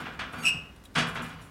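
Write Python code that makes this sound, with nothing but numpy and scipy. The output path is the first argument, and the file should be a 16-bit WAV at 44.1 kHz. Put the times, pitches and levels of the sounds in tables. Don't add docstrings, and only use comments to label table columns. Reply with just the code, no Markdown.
import sys
import numpy as np
from scipy import signal
from scipy.fft import rfft, irfft
from scipy.io import wavfile

SR = 44100
rng = np.random.default_rng(int(sys.argv[2]) if len(sys.argv) > 2 else 0)


def generate_wav(sig):
    pcm = np.round(np.clip(np.atleast_2d(sig).T, -1, 1) * 32767).astype(np.int16)
    wavfile.write(sys.argv[1], SR, pcm)


N = 66150
T = np.arange(N) / SR
HZ = np.maximum(np.arange(N + 1) * SR / (2 * N), 1)


def from_db(db):
    return 10 ** (np.asarray(db) / 20)


def unit_power(x):
    return x / np.sqrt(np.mean(x ** 2) + 1e-20)


def noise(colour, tilt_db=0, peaks_db=0):
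    hz, db = np.transpose(colour)
    shape_db = np.interp(np.log(HZ), np.log(hz), db)
    octaves = np.log2(np.clip(HZ, 700, 9000) / 1500)
    gain = from_db(shape_db + peaks_db + tilt_db * octaves)
    return unit_power(irfft(rfft(rng.standard_normal(2 * N)) * gain)[:N])


def drift(hz):
    return unit_power(signal.sosfilt(signal.butter(2, hz, fs=SR, output="sos"), rng.standard_normal(N)))


def fade(ring_s):
    return np.exp(-np.log(1000) * T / ring_s)


def rise(seconds):
    return 1 - np.exp(-T / max(seconds, 1e-4))


def delayed(x, start):
    return np.concatenate([np.zeros(max(int(start * SR), 0)), x])[:N]


def fade_by_band(x, ring_times):
    spectrum, centres = rfft(x, 2 * N), np.log([hz for hz, _ in ring_times])
    return sum(irfft(spectrum * np.interp(np.log(HZ), centres, share))[:N] * fade(ring_s)
               for share, (_, ring_s) in zip(np.eye(len(ring_times)), ring_times))


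def ring(tones, wander=0):
    clock = T + wander * np.cumsum(drift(31.3)) / SR if wander else T
    return np.sqrt(2) * sum(
        from_db(db + rng.normal()) * fade(ring_s) * np.sin(2 * np.pi * (hz * clock + rng.random()))
        for hz, db, ring_s in tones)


def resonances(depth_db, spacing_hz):
    heights = np.clip(rng.standard_normal(2000), -2, 2)
    return depth_db * np.interp(HZ / spacing_hz, np.arange(2000), heights)


def rubbing_tone(hz, jitter):
    return np.sqrt(2) * np.exp(2j * np.pi * hz * np.cumsum(1 + jitter * drift(199)) / SR)


def rough_tone(hz, width_hz):
    phase = 2 * np.pi * hz * T
    return unit_power(drift(width_hz / 2) * np.cos(phase) + drift(width_hz / 2) * np.sin(phase))


# frequency in Hz, relative level in dB.
AIR_COLOUR = [(15, -40), (26, -20), (40, -5.5), (60, 3.5), (120, -8), (250, -7.5), (450, -17), (1400, -22),
              (3000, -31), (5000, -34), (10000, -39.5), (15500, -43)]
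def rumble():
    return from_db(-51.5) * noise(AIR_COLOUR)


# time in seconds, level in dB.
SHUFFLE_LEVELS = [(0, -42.5), (.12, -48), (.18, -52.5), (.31, -52), (.48, -45), (.62, -56), (.75, -62),
                  (1.1, -82), (1.25, -42), (1.5, -59.5)]
# frequency in Hz, relative level in dB.
SHUFFLE_COLOUR = [(20, -31), (70, -7), (140, -6), (250, 3.5), (400, -21.5), (1300, -8), (3000, -15.5),
                  (9000, -39.5)]
def shuffle():
    level_db = np.interp(T, *np.transpose(SHUFFLE_LEVELS)) + 2 * drift(16)
    return from_db(level_db) * noise(SHUFFLE_COLOUR)


# start in seconds, relative level in dB.
HOOF_STEPS = [(.23, -53), (0.544, -35.5), (.625, -56), (1.40, -44.5)]
def hooves():
    pitch_hz = 169.7 / (1 + T / 0.056)
    thud = np.sin(2 * np.pi * np.cumsum(pitch_hz) / SR) * rise(0.01) * fade(0.15)
    return sum(2 * from_db(db) * delayed(thud, start) for start, db in HOOF_STEPS)


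# start in seconds, level in dB, length in seconds.
LATCH_TICKS = [(.002, -52, 0.018), (.13, -68, 0.032), (.288, -71, 0.0071), (.324, -53.5, 0.036),
               (0.378, -54, 0.09), (0.425, -47, 0.061), (0.761, -59, 0.0079), (0.837, -54, 0.0085),
               (0.851, -49.5, 0.0089), (0.942, -55, 0.0083), (1.064, -49.5, 0.05), (1.147, -50.5, 0.019),
               (1.216, -49.5, 0.057), (1.292, -50.5, .007), (1.41, -57.5, 0.058)]
# frequency in Hz, relative level in dB.
TICK_COLOUR = [(1500, -17.5), (3400, 6.5), (5000, -3.5), (8000, -0.5), (11000, -2), (15000, -11.5)]
def latch():
    out, peaks_db = np.zeros(N), resonances(depth_db=7, spacing_hz=152)
    for start, db, length in LATCH_TICKS:
        scrape = noise(TICK_COLOUR, peaks_db=peaks_db) * from_db(2 * drift(300))
        out += from_db(db) * delayed(scrape * rise(0.088 * length) * np.exp(-T / length), start)
    return out


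# start in seconds, pitch in Hz, level in dB, ring time in seconds.
PIN_CLINKS = [(.856, 3350, -50.5, 0.042), (0.856, 3800, -47.5, 0.04), (1.408, 10000, -64, .6)]
def pins():
    return sum(from_db(db) * delayed(np.sin(2 * np.pi * hz * T) * fade(ring_s), start)
               for start, hz, db, ring_s in PIN_CLINKS)


# pitch in Hz, level in dB, loudest moment in seconds, half length in seconds.
PIVOT_WHINES = [(1330, -41, 0.448, 0.02), (4550, -55.5, 0.408, 0.036), (6600, -55, 0.435, 0.043),
                (8600, -56, 0.455, 0.065), (9300, -61.5, 0.464, 0.067), (11700, -62, 0.435, 0.05)]
def pivot_whine():
    return sum(from_db(db) * np.exp(-((T - middle) / half) ** 2) * rubbing_tone(hz, jitter=0.0148).real
               for hz, db, middle, half in PIVOT_WHINES)


# start in seconds, pitch in Hz, level in dB, then in seconds the rise time,
# the time from the start until it fades, and the fade time.
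SQUEALS = [(0.423, 2797, -32, 0.039, 0.03, 0.0074), (0.45, 2576, -21.5, 0.0044, 0.0073, 0.027),
           (0.453, 2839, -23, 0.031, 0.036, .009)]
# pitch in Hz, width in Hz, level in dB relative to the squeal.
OVERTONES = [(5430, 300, -19.5), (7980, 260, -17), (10750, 670, -27)]
# pitch in Hz, level in dB, ring time in seconds.
LEVER_TONES = [(2363, -40, .33), (2482, -34, .3), (2525, -30, .28), (2616, -29, .35), (2647, -26.5, .35),
               (2795, -37, .35), (2868, -41, .65)]
# frequency in Hz, relative level in dB.
RASP_COLOUR, RASP_DB = [(1000, -3), (3000, 1), (5000, 12.5), (8000, 4.5), (15000, -6)], -22
# frequency in Hz, ring time in seconds.
STEEL_RING_TIMES, STEEL_DB = [(2600, 0.43), (5400, 0.37), (11000, 0.12)], -9
def pivot_squeak():
    squeal = np.zeros(N, complex)
    for start, hz, db, attack, hold, release in SQUEALS:
        swell = np.minimum(T / attack, 1) * np.exp(-np.maximum(T - hold, 0) / release)
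        squeal += from_db(db) * rubbing_tone(hz, jitter=0.0138) * delayed(swell, start)
    squeal *= from_db(3 * drift(117))
    overtones = sum(from_db(db) * rough_tone(hz, width) for hz, width, db in OVERTONES)
    rasp = from_db(RASP_DB) * noise(RASP_COLOUR)
    slip = squeal.real + np.abs(squeal) * (overtones + rasp)
    steel = unit_power(fade_by_band(rng.standard_normal(N), STEEL_RING_TIMES)) / np.sqrt(N)
    lever = delayed(ring(LEVER_TONES) * rise(0.012), start=0.452)
    return slip + from_db(STEEL_DB) * signal.fftconvolve(slip, steel)[:N] + lever


# frequency in Hz, relative level in dB.
FRAME_COLOUR = [(20, -40), (50, -14), (150, -2), (280, -9.5), (420, -13), (660, -4), (1000, -2), (1500, 0),
                (2200, -2.5), (3700, -10.5), (5000, -19), (9000, -29), (15000, -55)]
def rattle(tilt_db, hits_per_s=430, hit_s=0.0036, fade_s=0.026):
    hits = (rng.random(N) < hits_per_s / SR) * rng.random(N)
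    bursts = signal.lfilter([1], [1, -np.exp(-1 / (hit_s * SR))], hits + 1e-18)
    return unit_power(bursts) * noise(FRAME_COLOUR, tilt_db) * np.exp(-T / fade_s)


# start in seconds, level in dB,
# treble tilt in dB per octave, rise time in seconds, relative panel boom in dB.
BLOWS = [(0.0, -40.5, -4.5, 0.001, -4), (.052, -38, -3, 0.0036, -2), (.191, -33, 0.1, 0.00074, -19),
         (.331, -38.5, -4.5, 0.0032, -29), (0.363, -41.5, -6, 0.014, 6), (.428, -41.5, 0, 0.0033, 3),
         (.538, -47, -10.5, 0.0017, 3.5), (0.9514, -27.5, 3.8, 0.0023, -5.5),
         (.964, -24.5, -1.5, 0.0018, -7), (.98, -28, 6.2, 0.0014, 3.5), (1.154, -33.5, -.5, 0.0014, -5.5),
         (1.195, -41, -8.5, 0.0033, 7), (1.299, -46.5, 0.8, 0.0019, 1), (1.418, -60, -16, 0.002, 2)]
# frequency in Hz, ring time in seconds.
FRAME_RING_TIMES = [(100, 1), (500, 0.77), (1300, 0.61), (2800, 0.42), (5000, 0.35), (9000, 0.25),
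                    (14000, 0.19)]
# pitch in Hz, relative level in dB, ring time in seconds.
TUBE_TONES = [(655.6, -6.5, 0.55), (1029, -9.5, 0.99), (1059, -17, 1), (1101, -15, 1), (1155.6, -6.5, 0.78),
              (1382, -6, 0.37), (1449, -10.5, 1), (1459, 0, 0.18), (1583, -10.5, 0.93), (2140, -18.5, 0.55),
              (2413, -7, 0.78), (2914, -12, 0.9), (3544, -12.5, 0.8), (5400, -21.5, 0.63)]
PANEL_TONES = [(162.4, -0.5, 0.63), (237.4, 0.5, 0.36), (291.6, 0, 0.13)]
def knocks_and_slam():
    out, peaks_db = np.zeros(N), resonances(depth_db=4, spacing_hz=69.57)
    for start, db, tilt_db, rise_s, boom_db in BLOWS:
        frame = fade_by_band(noise(FRAME_COLOUR, tilt_db, peaks_db), FRAME_RING_TIMES)
        tubes = from_db(-10.5) * ring(TUBE_TONES)
        joints = from_db(-2.5) * rattle(tilt_db - 1)
        boom = from_db(boom_db - 6.5) * ring(PANEL_TONES, wander=0.018) * rise(0.017)
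        out += from_db(db) * delayed((frame + tubes + joints) * rise(rise_s) + boom, start)
    return out


def scene():
    crate = knocks_and_slam() + latch() + pins() + pivot_whine() + pivot_squeak()
    return (crate + hooves() + shuffle() + rumble())[None]


def record(dry):
    return signal.sosfilt(signal.ellip(12, .1, 80, 15900, fs=SR, output="sos"), dry)


dry = scene()
out = record(dry)
generate_wav(out)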